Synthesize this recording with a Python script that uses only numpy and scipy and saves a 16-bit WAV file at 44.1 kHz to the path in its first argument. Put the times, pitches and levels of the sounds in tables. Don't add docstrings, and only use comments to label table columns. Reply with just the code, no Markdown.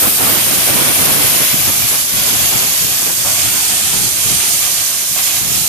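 import sys
import numpy as np
from scipy import signal
from scipy.fft import rfft, irfft, next_fast_len
from scipy.io import wavfile
from scipy.ndimage import uniform_filter1d, map_coordinates

SR = 44100
rng = np.random.default_rng(int(sys.argv[2]) if len(sys.argv) > 2 else 0)


def wrap_up_sound(samples):
    columns = np.atleast_2d(samples).T
    tamed = np.clip(columns, -1, 1)
    steps = np.round(tamed * 32767).astype(np.int16)
    wavfile.write(sys.argv[1], SR, steps)


N = 250488
TIME_S = np.arange(N) / SR

# t/s, full flow/s, puff/dB, bark/dB, bark tilt/(dB/octave), lull depth/dB, lull build/s
PISTON_STROKES = [(-.75, .5, -22.8, -60, 0, 0, .03), (.215, .85, -20.8, -22.5, 1, 1.6, .1),
                  (1.17, .18, -20.3, -45, 0, .7, .03), (2.135, .32, -21.5, -34, 0, 5, .031),
                  (3.243, .3, -21.6, -18.8, -2, 2, .05), (4.21, .33, -22.7, -45, 0, 2, .035),
                  (5.155, .15, -22.8, -24.5, 1.5, 3.4, .13)]
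# f/Hz, coherence/(0-1)
PORT_COHERENCE = [(200, .4), (800, .4), (1800, .1), (3100, .25), (5500, .1), (7200, .3), (8600, .65),
                  (9700, .42), (11500, .28), (12300, .3), (13300, .62)]
# t/s, hiss lead/ms, sizzle lead/ms
LEFT_LEAD_MS = [(0, .225, .148), (.45, .222, .145), (.85, .208, .118), (1.4, .183, .085), (1.95, .176, .07),
                (2.35, .165, .04), (3.05, .152, .027), (3.3, .132, .004), (3.62, .128, .002),
                (3.8, .113, -.016), (4.7, .095, -.05), (5.3, .082, -.072), (5.68, .075, -.078)]
# t/s, level/dB
COCKS_DB = [(0, -12), (.4, -14.5), (1.3, -13), (1.7, -16.5), (1.97, -14), (2.03, -17), (2.4, -16),
            (3.1, -17.5), (3.35, -18.5), (4.5, -20.5), (4.95, -28), (5.68, -30)]
# t/s, gain/1
GROUND_GAIN = [(0, .3), (.5, .25), (1.2, 0.038), (1.8, 0)]
# t/s, level/dB
VALVE_DB = [(0, -16), (.8, -16.5), (1.3, -14.5), (2.4, -14), (3.5, -13.5), (4.65, -13.5), (4.9, -14),
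            (5.3, -14), (5.68, -13)]
# t/s, left/dB, right/dB
SIZZLE_DB = [(0, -20, -13), (.3, -13, -14), (.55, -19, -19), (.85, -13, -15), (1.3, -14, -17),
             (1.7, -13, -19), (2.1, -20.5, -22), (2.3, -19, -21), (2.75, -21, -24), (3.1, -26, -22),
             (3.9, -24, -18), (4.2, -24, -15), (5.3, -26, -17.5), (5.68, -34, -19)]
# t/s, left/dB, right/dB
BREEZE_DB = [(0, -30.5, -25), (1.25, -32.5, -24), (1.34, -30.5, -26), (1.8, -32, -32.5), (2.08, -33, -38),
             (2.5, -28.5, -35), (3.5, -32, -37), (4.7, -31.5, -38.5), (4.92, -41.5, -40),
             (5.06, -39.5, -36), (5.17, -33.5, -48), (5.68, -33.5, -54)]
# f/Hz, left/dB, right/dB
COCKS_SPECTRUM_DB = [(100.0, -43, -50.0), (302, -10.5, -28), (1930, -8, -6.5), (4000.0, -13, -4.5),
                     (5330, -14, -1.5), (7000.0, -11, -31), (8340, -7, -6), (8900, 0, 2.5),
                     (9300, 1.5, -6.5), (9900, 3.5, -1), (11200, 5, 3.5), (11740, 4.5, .5),
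                     (13000, 3.5, -5), (15200, -2.5, -10)]
VALVE_SPECTRUM_DB = [(250.0, -54, -34), (670, -18, -15.5), (1380, -22.5, -18), (2450, -9, -10),
                     (3100, -30, -4), (4570, -18, 1.5), (5360, -33, 0.5), (6160, -16, 5), (7200, -17, 5),
                     (7800, -4, 3), (9160, 2.5, 2.5), (10100, 0.2, -5), (11140, 3.5, -7.5),
                     (11800, 1.5, -5), (12900, -2, -0.5), (14500, -6, -7.5)]
SIZZLE_SPECTRUM_DB = [(7000, -60, -70), (9500, -24, -30), (11900, -11, -11), (12600, -.5, -.5),
                      (13500, 0, .5), (14500, -1, -1.5)]
WIND_SPECTRUM_DB = [(15, -27, -28), (40, -12, -14), (80, -2, -4.5), (130, 0, -1), (230, -5, -1.5),
                    (400, -11.5, -4), (800, -26, -8.5), (1600, -33, -11), (3200, -45, -19),
                    (8000, -70, -45), (14000, -90, -70)]
EXHAUST_SPECTRUM_DB = [(40.0, -18, -45.0), (100.0, 4.5, -26), (240, -21, -7), (440, -1.5, -6),
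                       (634, -3.5, -3.5), (875, -5, -2), (1870, -1.5, -3.5), (2350, 3.5, 0), (3290, 0.5, 4),
                       (4140, -2, -5), (5360, -19, 1.5), (8000.0, -13, -25), (14000.0, -24, -30)]
# t/s, length/s, level/dB, brightness/dB, port hit (L or R)
WIND_GUSTS = [(0.019, 0.077, -18, 3, "R"), (0.184, 0.2, -18.5, 2.5, "R"), (0.463, .087, -19.5, 0.5, "R"),
              (0.67, 0.26, -18, 2, "R"), (0.698, 0.045, -24, 3, "L"), (0.985, .14, -16, -0.5, "R"),
              (0.988, .035, -25, -1, "L"), (1.135, 0.16, -18, 0, "R"), (1.23, .05, -32, 2, "L"),
              (1.341, 0.039, -18, -3, "R"), (1.399, 0.03, -16.5, -1.5, "R"), (1.556, 0.32, -25.5, -4, "L"),
              (1.669, 0.04, -16, -4, "R"), (1.903, 0.056, -28, 7, "R"), (2.135, 0.11, -25.5, -1, "L"),
              (2.25, 0.12, -24, 1, "R"), (2.4, 0.058, -23.5, -2, "L"), (2.516, 0.15, -25.5, 3.5, "R"),
              (2.546, 0.031, -24, 4, "L"), (2.808, .08, -24.5, 2, "L"), (3.02, 0.1, -32, 8.5, "R"),
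              (3.24, 0.06, -26, -2, "L"), (3.392, 0.1, -24, 0, "L"), (3.533, 0.045, -22.5, 0, "R"),
              (3.817, 0.064, -23, -11, "L"), (3.927, 0.035, -20.5, -0.5, "R"), (3.94, 0.087, -24, -2, "L"),
              (4.03, 0.06, -21, 1, "L"), (4.252, 0.087, -23, 4, "L"), (5.113, 0.068, -27.5, -17, "L"),
              (5.41, 0.19, -26, 1, "L")]
# f/Hz, width/Hz, level/dB
CHIMNEY_MODES = [(750, 190, 8), (1100, 150, 5.5), (1840, 150, -10)]
# t/s, peak/dB, f/Hz
EDDY_THUMPS = [(0.632, -13, 220), (1.544, -5, 200), (1.681, -13, 170)]
# start/s, end/s, f/Hz, width/Hz, left/dB, right/dB
WHISTLE_BANDS = [(1.3, 5.2, 6150, 260, -53, -32), (2.17, 2.55, 2950, 500, -36, -31),
                 (3.3, 4.5, 8850, 380, -31, -32), (4.8, 5.7, 6920, 200, -46, -30)]

COCKS_FOLLOW, VALVE_FOLLOW, SIZZLE_FOLLOW = 0.29, 0.28, 0.28


def amp(db):
    return 10 ** (np.asarray(db) / 20)


def unit(x):
    return x / np.sqrt(np.mean(x ** 2) + 1e-20)


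def along(table, hz):
    knots_hz, *cols = np.transpose(table)
    return np.array([np.interp(np.log(hz + 1), np.log(knots_hz + 1), col) for col in cols])


def curves(table):
    knots_s, *cols = np.transpose(table)
    return np.array([np.interp(TIME_S, knots_s, col) for col in cols])


def wobble(rate_hz):
    return map_coordinates(rng.standard_normal(int(N * rate_hz / SR) + 4), [TIME_S * rate_hz])


def filtered(x, response):
    size = next_fast_len(N + SR // 4)
    return irfft(rfft(x, size) * response(np.fft.rfftfreq(size, 1 / SR)), size)[..., :N]


def delayed(x, ms):
    return map_coordinates(x, [np.arange(N) - ms * SR / 1000], order=5, mode="mirror")


def stroke_gain(start_s, hold_s, open_s=0.011, sag_db_per_s=5.5):
    age_s = np.maximum(TIME_S - start_s, 0)
    return (1 - np.exp(-age_s / open_s)) * amp(-sag_db_per_s * np.maximum(age_s - hold_s, 0))


def lulls_db(lead_s=0.082, recover_s=0.033):
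    level_db = np.zeros(N)
    for start_s, *_, depth_db, build_s in PISTON_STROKES:
        age_s = TIME_S - start_s + lead_s
        level_db -= depth_db * np.exp(-(age_s / np.where(age_s < 0, build_s, recover_s)) ** 2)
    return level_db


def flow_db():
    gains = [stroke_gain(start_s, hold_s) for start_s, hold_s, *_ in PISTON_STROKES]
    return lulls_db() + 20 * np.log10(np.max(gains, axis=0))


def turbulence(streak_db):
    bins = signal.stft(rng.standard_normal((2, N)), nperseg=2048)[2]
    streaks = uniform_filter1d(rng.standard_normal(bins.shape), size=3, axis=1)
    streaks = uniform_filter1d(streaks, size=20, axis=2)
    return signal.istft(bins * amp(streak_db * unit(streaks)))[1][:, :N]


def jet(spectrum_db, lead_ms, streak_db):
    coherence = lambda hz: np.clip(along(PORT_COHERENCE, hz)[0], 0, .95)
    left, other = turbulence(streak_db)
    shared = filtered(delayed(left, lead_ms), coherence)
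    right = shared + filtered(other, lambda hz: np.sqrt(1 - coherence(hz) ** 2))
    return unit(filtered(np.array([left, right]), lambda hz: amp(along(spectrum_db, hz))))


def drain_cocks(echo_ms=1.265, sputter_db=0.89):
    level_db = curves(COCKS_DB) + COCKS_FOLLOW * flow_db() + sputter_db * wobble(70)
    hiss = amp(level_db) * jet(COCKS_SPECTRUM_DB, curves(LEFT_LEAD_MS)[0], streak_db=2.3)
    return hiss + curves(GROUND_GAIN) * np.array([delayed(port, echo_ms) for port in hiss])


def safety_valve(flutter_db=0.73, swirl_db=2.5):
    hiss_lead_ms, sizzle_lead_ms = curves(LEFT_LEAD_MS)
    hiss_db = curves(VALVE_DB) + VALVE_FOLLOW * flow_db() + flutter_db * wobble(22)
    hiss = amp(hiss_db) * jet(VALVE_SPECTRUM_DB, hiss_lead_ms, streak_db=2.0)
    swirl = np.array([wobble(9), wobble(9)])
    sizzle_db = curves(SIZZLE_DB) + SIZZLE_FOLLOW * flow_db() + swirl_db * swirl
    return hiss + amp(sizzle_db) * jet(SIZZLE_SPECTRUM_DB, sizzle_lead_ms, streak_db=1.8)


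def hollow(steam, spacing_hz=460, wander=0.11, depth=.47, top_hz=1250):
    delay_ms = 1000 / (spacing_hz * (1 + wander * wobble(5)))
    low = filtered(steam, lambda hz: 1 / (1 + (hz / top_hz) ** 4))
    return steam - depth * np.array([delayed(port, delay_ms) for port in low])


def wind(lump_db=0.92, swing_db=2.4, roar_hz=290, rise_s=0.0089, fall_s=0.028):
    rumble = filtered(rng.standard_normal((2, N)), lambda hz: amp(along(WIND_SPECTRUM_DB, hz)))
    lumpy = np.array([unit(port * amp(lump_db * wobble(60))) for port in rumble])
    roar = filtered(lumpy, lambda hz: hz ** 4 / (hz ** 4 + roar_hz ** 4))
    breeze = amp(curves(BREEZE_DB) + swing_db * np.array([wobble(14), wobble(14)]))
    low_gain, roar_gain = breeze.copy(), breeze.copy()
    for start_s, length_s, level_db, bright_db, port in WIND_GUSTS:
        age_s = TIME_S - start_s
        gust = np.clip(np.minimum(age_s / rise_s, (length_s - age_s) / fall_s) + .5, 0, 1)
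        side = "LR".index(port)
        low_gain[side] = np.maximum(low_gain[side], amp(level_db) * gust)
        roar_gain[side] = np.maximum(roar_gain[side], amp(level_db + bright_db) * gust)
    return low_gain * (lumpy - roar) + roar_gain * roar


def chimney_ring(tilt_db_per_octave):
    def response(hz):
        modes = sum(amp(db) * 1j * hz * width_hz / (mode_hz ** 2 - hz ** 2 + 1j * hz * width_hz)
                    for mode_hz, width_hz, db in CHIMNEY_MODES)
        octaves = np.log2(np.clip(hz, CHIMNEY_MODES[0][0], CHIMNEY_MODES[-1][0]))
        return modes * amp(tilt_db_per_octave * octaves)
    return unit(filtered(rng.standard_normal(N), response))


def exhaust(bark_attack_s=0.01, bark_t60_s=0.29, bark_pan_db=1.5, flutter_db=0.98):
    puff_gain, barks = np.zeros(N), np.zeros(N)
    for start_s, hold_s, puff_db, bark_db, tilt_db_per_octave, *_ in PISTON_STROKES:
        age_s = np.maximum(TIME_S - start_s, 0)
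        puff_gain = np.maximum(puff_gain, amp(puff_db) * stroke_gain(start_s, hold_s))
        bark_gain = amp(bark_db - 60 * age_s / bark_t60_s) * (1 - np.exp(-age_s / bark_attack_s))
        barks += bark_gain * chimney_ring(tilt_db_per_octave)
    puff_gain *= amp(lulls_db() + flutter_db * wobble(25))
    puffs = puff_gain * jet(EXHAUST_SPECTRUM_DB, lead_ms=0.054, streak_db=2.0)
    return puffs + barks * amp([[bark_pan_db], [-bark_pan_db]])


def thumps():
    out = np.zeros((2, N))
    for centre_s, peak_db, hz in EDDY_THUMPS:
        phase_squared = (np.pi * hz * (TIME_S - centre_s)) ** 2
        out[1] += amp(peak_db) * (2 * phase_squared - 1) * np.exp(-phase_squared)
    return out


def whistles(fade_s=0.22):
    out, lead_ms = np.zeros((2, N)), curves(LEFT_LEAD_MS)[0]
    for start_s, end_s, centre_hz, width_hz, left_db, right_db in WHISTLE_BANDS:
        resonance = lambda hz: 1 / (1 + ((hz - centre_hz) / (width_hz / 2)) ** 2)
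        band = unit(filtered(rng.standard_normal(N), resonance))
        swell = np.clip(np.minimum(TIME_S - start_s, end_s - TIME_S) / fade_s + .5, 0, 1)
        out += swell * np.array([amp(left_db) * band, amp(right_db) * delayed(band, lead_ms)])
    return out * amp(VALVE_FOLLOW * flow_db())


def scene():
    steam = drain_cocks() + safety_valve() + whistles() + exhaust()
    return hollow(steam) + wind() + thumps()


def record(dry, top_hz=14600):
    return filtered(dry, lambda hz: hz < top_hz)


dry = scene()
out = record(dry)
wrap_up_sound(out)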